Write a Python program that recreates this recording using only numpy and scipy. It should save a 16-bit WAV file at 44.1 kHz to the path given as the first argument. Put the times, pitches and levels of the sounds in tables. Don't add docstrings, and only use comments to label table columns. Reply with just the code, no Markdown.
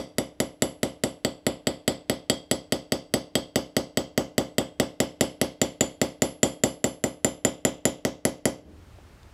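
import sys
import numpy as np
from scipy import signal
from scipy.fft import rfft, irfft
from scipy.io import wavfile
from scipy.ndimage import uniform_filter1d, minimum_filter1d

SR = 44100
rng = np.random.default_rng(int(sys.argv[2]) if len(sys.argv) > 2 else 0)


def materialize(psi):
    bounded = np.clip(np.atleast_2d(psi).T, -1, 1)
    quanta = np.round(bounded * 32767).astype(np.int16)
    wavfile.write(sys.argv[1], SR, quanta)


def voltage_ratio(level):
    return 10 ** (np.asarray(level, float) / 20)


N = 411453
LEAD = SR // 10
DUCK_DB = -13

# (time [s], level [dB], spot along the edge [mm], distance in from the edge [mm])
TAPS_NEAR = [(-0.03, -11.5, 8.8, -0.66), (0.1832, -11.5, 6.2, -0.74), (0.4014, -11, 6.3, -0.68),
             (0.6212, -9.5, 6.23, -0.35), (0.8307, -11, 6.7, -1.1), (1.0364, -11, 6.46, -0.59),
             (1.2478, -11.5, 8.26, 0.094), (1.466, -10, 6.4, -0.93), (1.6697, -11.0, 8.54, 0.24),
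             (1.8777, -10, 9, 0.34), (2.0967, -11, 8.9, -0.34), (2.298, -10.5, 9.16, 1),
             (2.5122, -10.5, 9.3, 0.64), (2.7223, -11.0, 10.2, 0.69), (2.9207, -11.0, 10.8, 0.49),
             (3.1386, -9.5, 10.3, 0.17), (3.3536, -10.5, 10.5, 0.77), (3.5577, -9.5, 12.8, 1),
             (3.7661, -9.5, 10.56, 0.015), (3.9723, -10.5, 10.85, 0.46), (4.1767, -9, 11.9, -0.34)]
TAPS_FAR = [(4.38, -8.5, 12.7, 1.05), (4.5823, -9.5, 12.8, 1.54), (4.7987, -8.5, 12.9, 1),
            (5.002, -9, 14.2, 1.23), (5.209, -8, 13.94, 1.46), (5.414, -9.5, 13.2, 0.77),
            (5.6154, -9, 14.43, 1.76), (5.8083, -9.5, 14.37, 2), (6.015, -9, 14.8, 1),
            (6.2199, -8.5, 15.33, 1), (6.4305, -7, 15, 1.6), (6.6362, -8, 14.94, 1.5),
            (6.8416, -10, 14.95, 1.5), (7.039, -11, 16.6, 0.35), (7.2457, -9.5, 17.3, 0.46),
            (7.449, -9, 18.2, 0.46), (7.65, -9, 18.2, 0.31), (7.8533, -9, 18, .3), (8.05, -11, 19.7, -0.7),
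            (8.2514, -9.5, 18.2, -.5), (8.4545, -9, 18.3, -.3)]
BLOWS = TAPS_NEAR + TAPS_FAR


def filtered(x, design):
    return signal.sosfilt(design, x)


def bandpass(lo_hz, hi_hz):
    return signal.butter(2, [lo_hz, hi_hz], "bandpass", fs=SR, output="sos")


def noise_band(lo_hz, hi_hz):
    x = filtered(rng.standard_normal(N + LEAD), bandpass(lo_hz, hi_hz))
    return x / np.std(x)


def on_log(hz, table, column):
    points = np.array(table)
    return np.interp(np.log(hz + 1), np.log(points[:, 0]), points[:, column])


def colour(x, table):
    gain = voltage_ratio(on_log(np.fft.rfftfreq(1024, 1 / SR), table, column=1))
    cepstrum = irfft(np.log(gain))
    cepstrum[1:512] *= 2
    cepstrum[513:] = 0
    response = irfft(np.exp(rfft(cepstrum)))
    return signal.fftconvolve(x, response)[:len(x)]


def ring(hz, t60, seconds):
    t = np.arange(int(seconds * SR))[:, None] / SR
    return np.sin(2 * np.pi * hz * t) * np.exp(-np.log(1000) * t / t60)


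def add(out, s, sound):
    i = int(round(s * SR)) + LEAD
    out[i:i + len(sound)] += sound[:len(out) - i]


def room_noise():
    # (frequency [Hz], level [dB per Hz])
    hiss_tone = [(180, -28.5), (340, -11.5), (560, -3), (1000, -6.5), (1500, -9), (4000, -16.5),
                 (9800, -24.5), (12000, -29), (16000, -27.5)]
    hiss = colour(rng.standard_normal(N + LEAD), hiss_tone)
    hiss = filtered(hiss, signal.ellip(8, .2, 60, 15750, fs=SR, output="sos"))
    return voltage_ratio(-58.5) * hiss / np.std(hiss) + voltage_ratio(-55) * noise_band(30, 43)


def movement():
    # (time [s], low rumble swell [dB], rustle swell [dB], length [s])
    moves = [
        (8.655, 7, 14, 0.11),
        (8.948, 4.5, -3, 0.042),
        (9.2, 4.5, -4, 0.031),
        (9.318, 5, -8, 0.044),
    ]
    s, rumble_swell_db, rustle_swell_db, length = np.transpose(moves)
    t = (np.arange(N + LEAD) - LEAD) / SR
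    swell = np.exp(-((t[:, None] - s) / length) ** 2)
    rumble = voltage_ratio(-51.5 + swell @ rumble_swell_db) * noise_band(58, 99)
    rustle = voltage_ratio(-58 + swell @ rustle_swell_db) * noise_band(150, 380)
    return rumble + rustle


def knocks():
    # (time [s], level [dB], frequency [Hz], t60 [s])
    touches = [
        (8.758, -50, 500, .03),
        (8.985, -43, 520, .04),
        (9.203, -58, 6500, .006),
        (9.231, -50, 6000, .009),
    ]
    out = np.zeros(N + LEAD)
    grit = rng.standard_normal((len(touches), 3000))
    for (s, db, hz, t60), g in zip(touches, grit):
        burst = filtered(g, bandpass(hz * 0.5, hz * 1.2))
        fade = voltage_ratio(db - 60 * np.arange(len(g)) / SR / t60)
        add(out, s, fade * burst / np.std(burst))
    return out


def echoes(hz):
    # (frequency [Hz], t60 [s])
    decay = [(90, 0.2), (300, 0.45), (900, 0.29), (1500, 0.28), (3200, 0.33), (5500, 0.27), (8000, 0.25),
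             (15000, 0.14)]
    t = np.arange(SR // 2) / SR
    tail = filtered(rng.standard_normal(len(t)), bandpass(hz / 2 ** .25, hz * 2 ** .25))
    tail *= voltage_ratio(-60 * t / on_log(hz, decay, column=1))
    return tail * np.clip((t - .003) / 0.0017, 0, 1)


def walls(x):
    bands = 70 * 2 ** np.arange(0, 8, .5)
    steady_top_hz = 800
    echo_turn_mm = 9
    s, _, along_mm, _ = np.transpose(BLOWS)
    spot_mm = np.interp((np.arange(len(x)) - LEAD) / SR, s, along_mm)
    turn = np.pi * spot_mm / echo_turn_mm
    treble = bands[bands > steady_top_hz]
    bass_tail = sum(echoes(hz) for hz in bands[bands < steady_top_hz])
    here = sum(echoes(hz) for hz in treble)
    there = sum(echoes(hz) for hz in treble)
    paths = (x, bass_tail), (x * np.cos(turn), here), (x * np.sin(turn), there)
    return sum(signal.fftconvolve(*path)[:len(x)] for path in paths)


def bench():
    # (frequency [Hz], level re blow [dB], t60 [s], polarity [+1 or -1])
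    bench_modes = [(80, -25, 0.2, -1), (127.5, -10.1, 0.08, 1), (168.5, -26.6, 0.361, 1),
                   (196.1, -30.4, 0.305, 1), (226.6, -16.7, 0.211, -1), (249.6, -3.6, 0.076, -1),
                   (266.5, -17.3, 0.19, -1), (299.0, -31.8, 0.6, 1), (311.5, -21.0, 0.26, -1),
                   (355.9, -7.6, 0.094, -1), (391.5, -16.3, 0.179, -1), (450.5, -6.1, 0.074, -1),
                   (453.0, -4.6, 0.092, 1), (494.4, -3.9, 0.048, 1), (525.7, -22, 0.24, 1),
                   (554.7, -11, 0.119, 1), (590.7, -4.4, 0.053, 1), (627.9, -41.8, 0.6, -1),
                   (663.7, -30.4, 0.367, -1), (690.4, -11.0, 0.038, -1), (778.4, -24, 0.108, -1),
                   (862.9, -30, 0.2, -1), (905, -21, 0.06, 1), (1040, -17, 0.022, -1),
                   (1336.7, -3.6, 0.014, 1), (1466.9, -7.7, 0.013, 1), (1853.3, -11.4, 0.022, -1),
                   (1954.7, 3.5, 0.014, -1), (2151.2, -2.9, 0.012, 1)]
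    rise_s = .004
    hz, db, t60, polarity = np.transpose(bench_modes)
    thump = ring(hz, t60, 0.6) @ (polarity * voltage_ratio(db))
    thump *= 1 - np.exp(-np.arange(len(thump)) / SR / rise_s)
    out = np.zeros(N + LEAD)
    for s, blow_db, *_ in BLOWS:
        add(out, s, voltage_ratio(blow_db) * thump)
    return out


def struck(along_mm, in_mm):
    # (mean level re blow [dB], swing [dB],
    # distance between loud spots [mm], a loud spot [mm], slope in from the edge [dB per mm])
    shapes = [
        (-16.5, 14.5, 48.6, 2.1, 5.5),
        (-17.5, 13, 11.74, 6.0, 10),
        (-13, 5, 16.6, 7.5, 4.1),
        (-16.5, 14.5, 4.11, 5.5, -3.5),
        (-21.5, 12, 26.5, 8, 3.3),
        (-61.5, 12.5, 9.32, 6.5, 2),
        (-48, 7.1, 14.8, 9, 3.5),
    ]
    upper_shapes = [
        (-3.4, 5.9, 20, 16.8, 1),
        (0, 2.5, 7, 12.5, 0.17),
        (-1, 5, 18, 11, 0.17),
    ]
    mean_db, swing_db, apart_mm, loud_mm, db_per_mm = np.transpose(shapes + upper_shapes)
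    spots = np.cos(2 * np.pi * (along_mm - loud_mm) / apart_mm)
    return mean_db + swing_db * spots + db_per_mm * in_mm


def contact_grit():
    grit = rng.standard_normal((len(BLOWS), 512))
    grit = filtered(grit, signal.butter(2, 3000, "highpass", fs=SR, output="sos"))
    grit = uniform_filter1d(grit, size=4, axis=0) * 2
    t = np.arange(512) / SR
    return grit * np.exp(-t / 0.0014) * np.minimum(t / 0.00035, 1)


def steel():
    # (level re its ring [dB], t60 [s]); frequency [Hz]; ring number
    blade = [(-23, .03), (-16, 0.035), (-12.5, 0.065), (29.5, 0.034), (-18.5, 0.11), (-11, 0.046),
             (-10.5, 0.011), (1, 0.011), (-2, 0.017), (-10.5, 0.026), (-25.5, 0.017), (-23.5, 0.027),
             (-0.5, 0.034), (-3, 0.0038), (-2.5, 0.052), (-10, .04), (3, 0.018), (-19.5, 0.019),
             (-16.5, 0.016)]
    blade_hz = [2610, 2740, 2976, 3229, 3420, 3682, 4250, 4540, 4731, 4920, 5377, 5883, 7181, 7250, 7924,
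                7800, 11051, 12688, 14201]
    blade_ring = [0, 0, 0, 7, 0, 0, 4, 4, 4, 4, 4, 4, 1, 1, 2, 2, 3, 9, 10]
    # (level re its ring [dB], t60 [s]); frequency [Hz]; ring number
    anvil = [(-40, 0.27), (6, .3), (4, 0.23), (-31.5, 0.096), (-41.5, 0.26), (-34.5, 0.18), (-35, 0.39),
             (19, 0.33), (-61.5, 0.46), (-49.5, 0.24), (-45, 0.15), (-47.5, .2), (-55, .32)]
    anvil_hz = [3133, 3240, 3353, 5733, 6174, 7240, 7929, 11132, 11364, 13156, 13253, 13420, 15310]
    anvil_ring = [8, 7, 7, 8, 8, 1, 2, 5, 8, 6, 8, 6, 8]
    # (time [s], extra level [dB])
    square = [
        (2.298, 5),
        (2.7223, 1.5),
        (3.3536, 5.5),
        (4.5824, 3),
        (6.4306, 6.5),
        (8.4545, 3.5),
    ]
    blade_db, blade_t60 = np.transpose(blade)
    anvil_db, anvil_t60 = np.transpose(anvil)
    anvil_lines = ring(np.array(anvil_hz), anvil_t60, 0.6)
    swing = np.minimum(np.arange(int(.15 * SR)) / SR / .0012, 1)
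    click = 3.74 * (np.arange(512) == 20)
    chance = rng.standard_normal((len(BLOWS), 3, 32))
    rings, crack = np.zeros(N + LEAD), np.zeros(N + LEAD)
    for (s, blow_db, along_mm, in_mm), c, chatter in zip(BLOWS, chance, contact_grit()):
        *low_db, mid, head, linger, thin, high, top = struck(along_mm, in_mm)
        linger += sum(extra_db for at, extra_db in square if abs(at - s) < 1 / 20)
        level_db = blow_db + np.r_[low_db, mid + 6, head, 0, linger, thin, high, top]
        blade_chance = c[:, :len(blade_db)]
        hz = np.array(blade_hz) * (1 + .005 * blade_chance[1])
        mode_db = level_db[blade_ring] + blade_db + 0.89 * blade_chance[0]
        add(rings, s, swing * (ring(hz, blade_t60, .15) @ voltage_ratio(mode_db)))
        line_db = level_db[anvil_ring] + anvil_db + 3 * c[2, :len(anvil_db)]
        add(rings, s, anvil_lines @ voltage_ratio(line_db))
        add(crack, s, voltage_ratio(blow_db - 1.5) * (1.15 * click + 0.45 * chatter))
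    return rings, crack


def scene():
    # (frequency [Hz], level [dB])
    crack_tone = [(500, -77.5), (900, -25), (1400, 0), (2000, -16.5), (2500, 3.5), (3200, 2), (3900, -3),
                  (4700, 2), (5300, 1), (6300, 1.5), (8500, -7), (10000, -3), (12000, -11.5), (14500, -11)]
    # (frequency [Hz], level [dB])
    spray_tone = [(60, 23.5), (160, 11.5), (400, 4.5), (750, 13.5), (1000, 4), (1600, 0.5), (2400, -4),
                  (3200, 1), (4000, -7), (5000, -3.5), (6600, -6.5), (10800, -16), (11800, -20),
                  (16000, -23)]
    walls_db = {"spray": -29.5, "rings": -41.5, "bench": -45}
    wood = bench()
    rings, crack = steel()
    sent = voltage_ratio(walls_db["spray"]) * colour(crack, spray_tone)
    sent += voltage_ratio(walls_db["rings"]) * rings + voltage_ratio(walls_db["bench"]) * wood
    taps = wood + rings + colour(crack, crack_tone) + walls(sent)
    background = room_noise() + movement() + knocks()
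    return (voltage_ratio(-DUCK_DB) * taps + background)[None, LEAD:]


def band_limit(x):
    return signal.sosfilt(signal.butter(12, 16850, fs=SR, output="sos"), x)


def record(dry):
    hold_s, release_s = .15, .065
    soft_top = 1.3
    hold = int(hold_s * SR)
    quiet = minimum_filter1d((np.abs(dry[0]) < .4) * 1., hold, origin=(hold - 1) // 2)
    quiet[:hold] = 0
    quiet = minimum_filter1d(quiet, 400)
    last_loud = np.maximum.accumulate(np.where(quiet < 1, np.arange(N), 0))
    gain_db = DUCK_DB * np.exp(-(np.arange(N) - last_loud) / SR / release_s)
    mix = soft_top * np.tanh(dry * voltage_ratio(gain_db) / soft_top)
    mix = filtered(mix, signal.butter(6, 15200, fs=SR, output="sos"))
    mix = filtered(mix, signal.butter(2, 45, "highpass", fs=SR, output="sos"))
    mix = filtered(mix, signal.ellip(8, .2, 70, 16750, fs=SR, output="sos"))
    return band_limit(mix)


dry = scene()
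out = record(dry)
materialize(out)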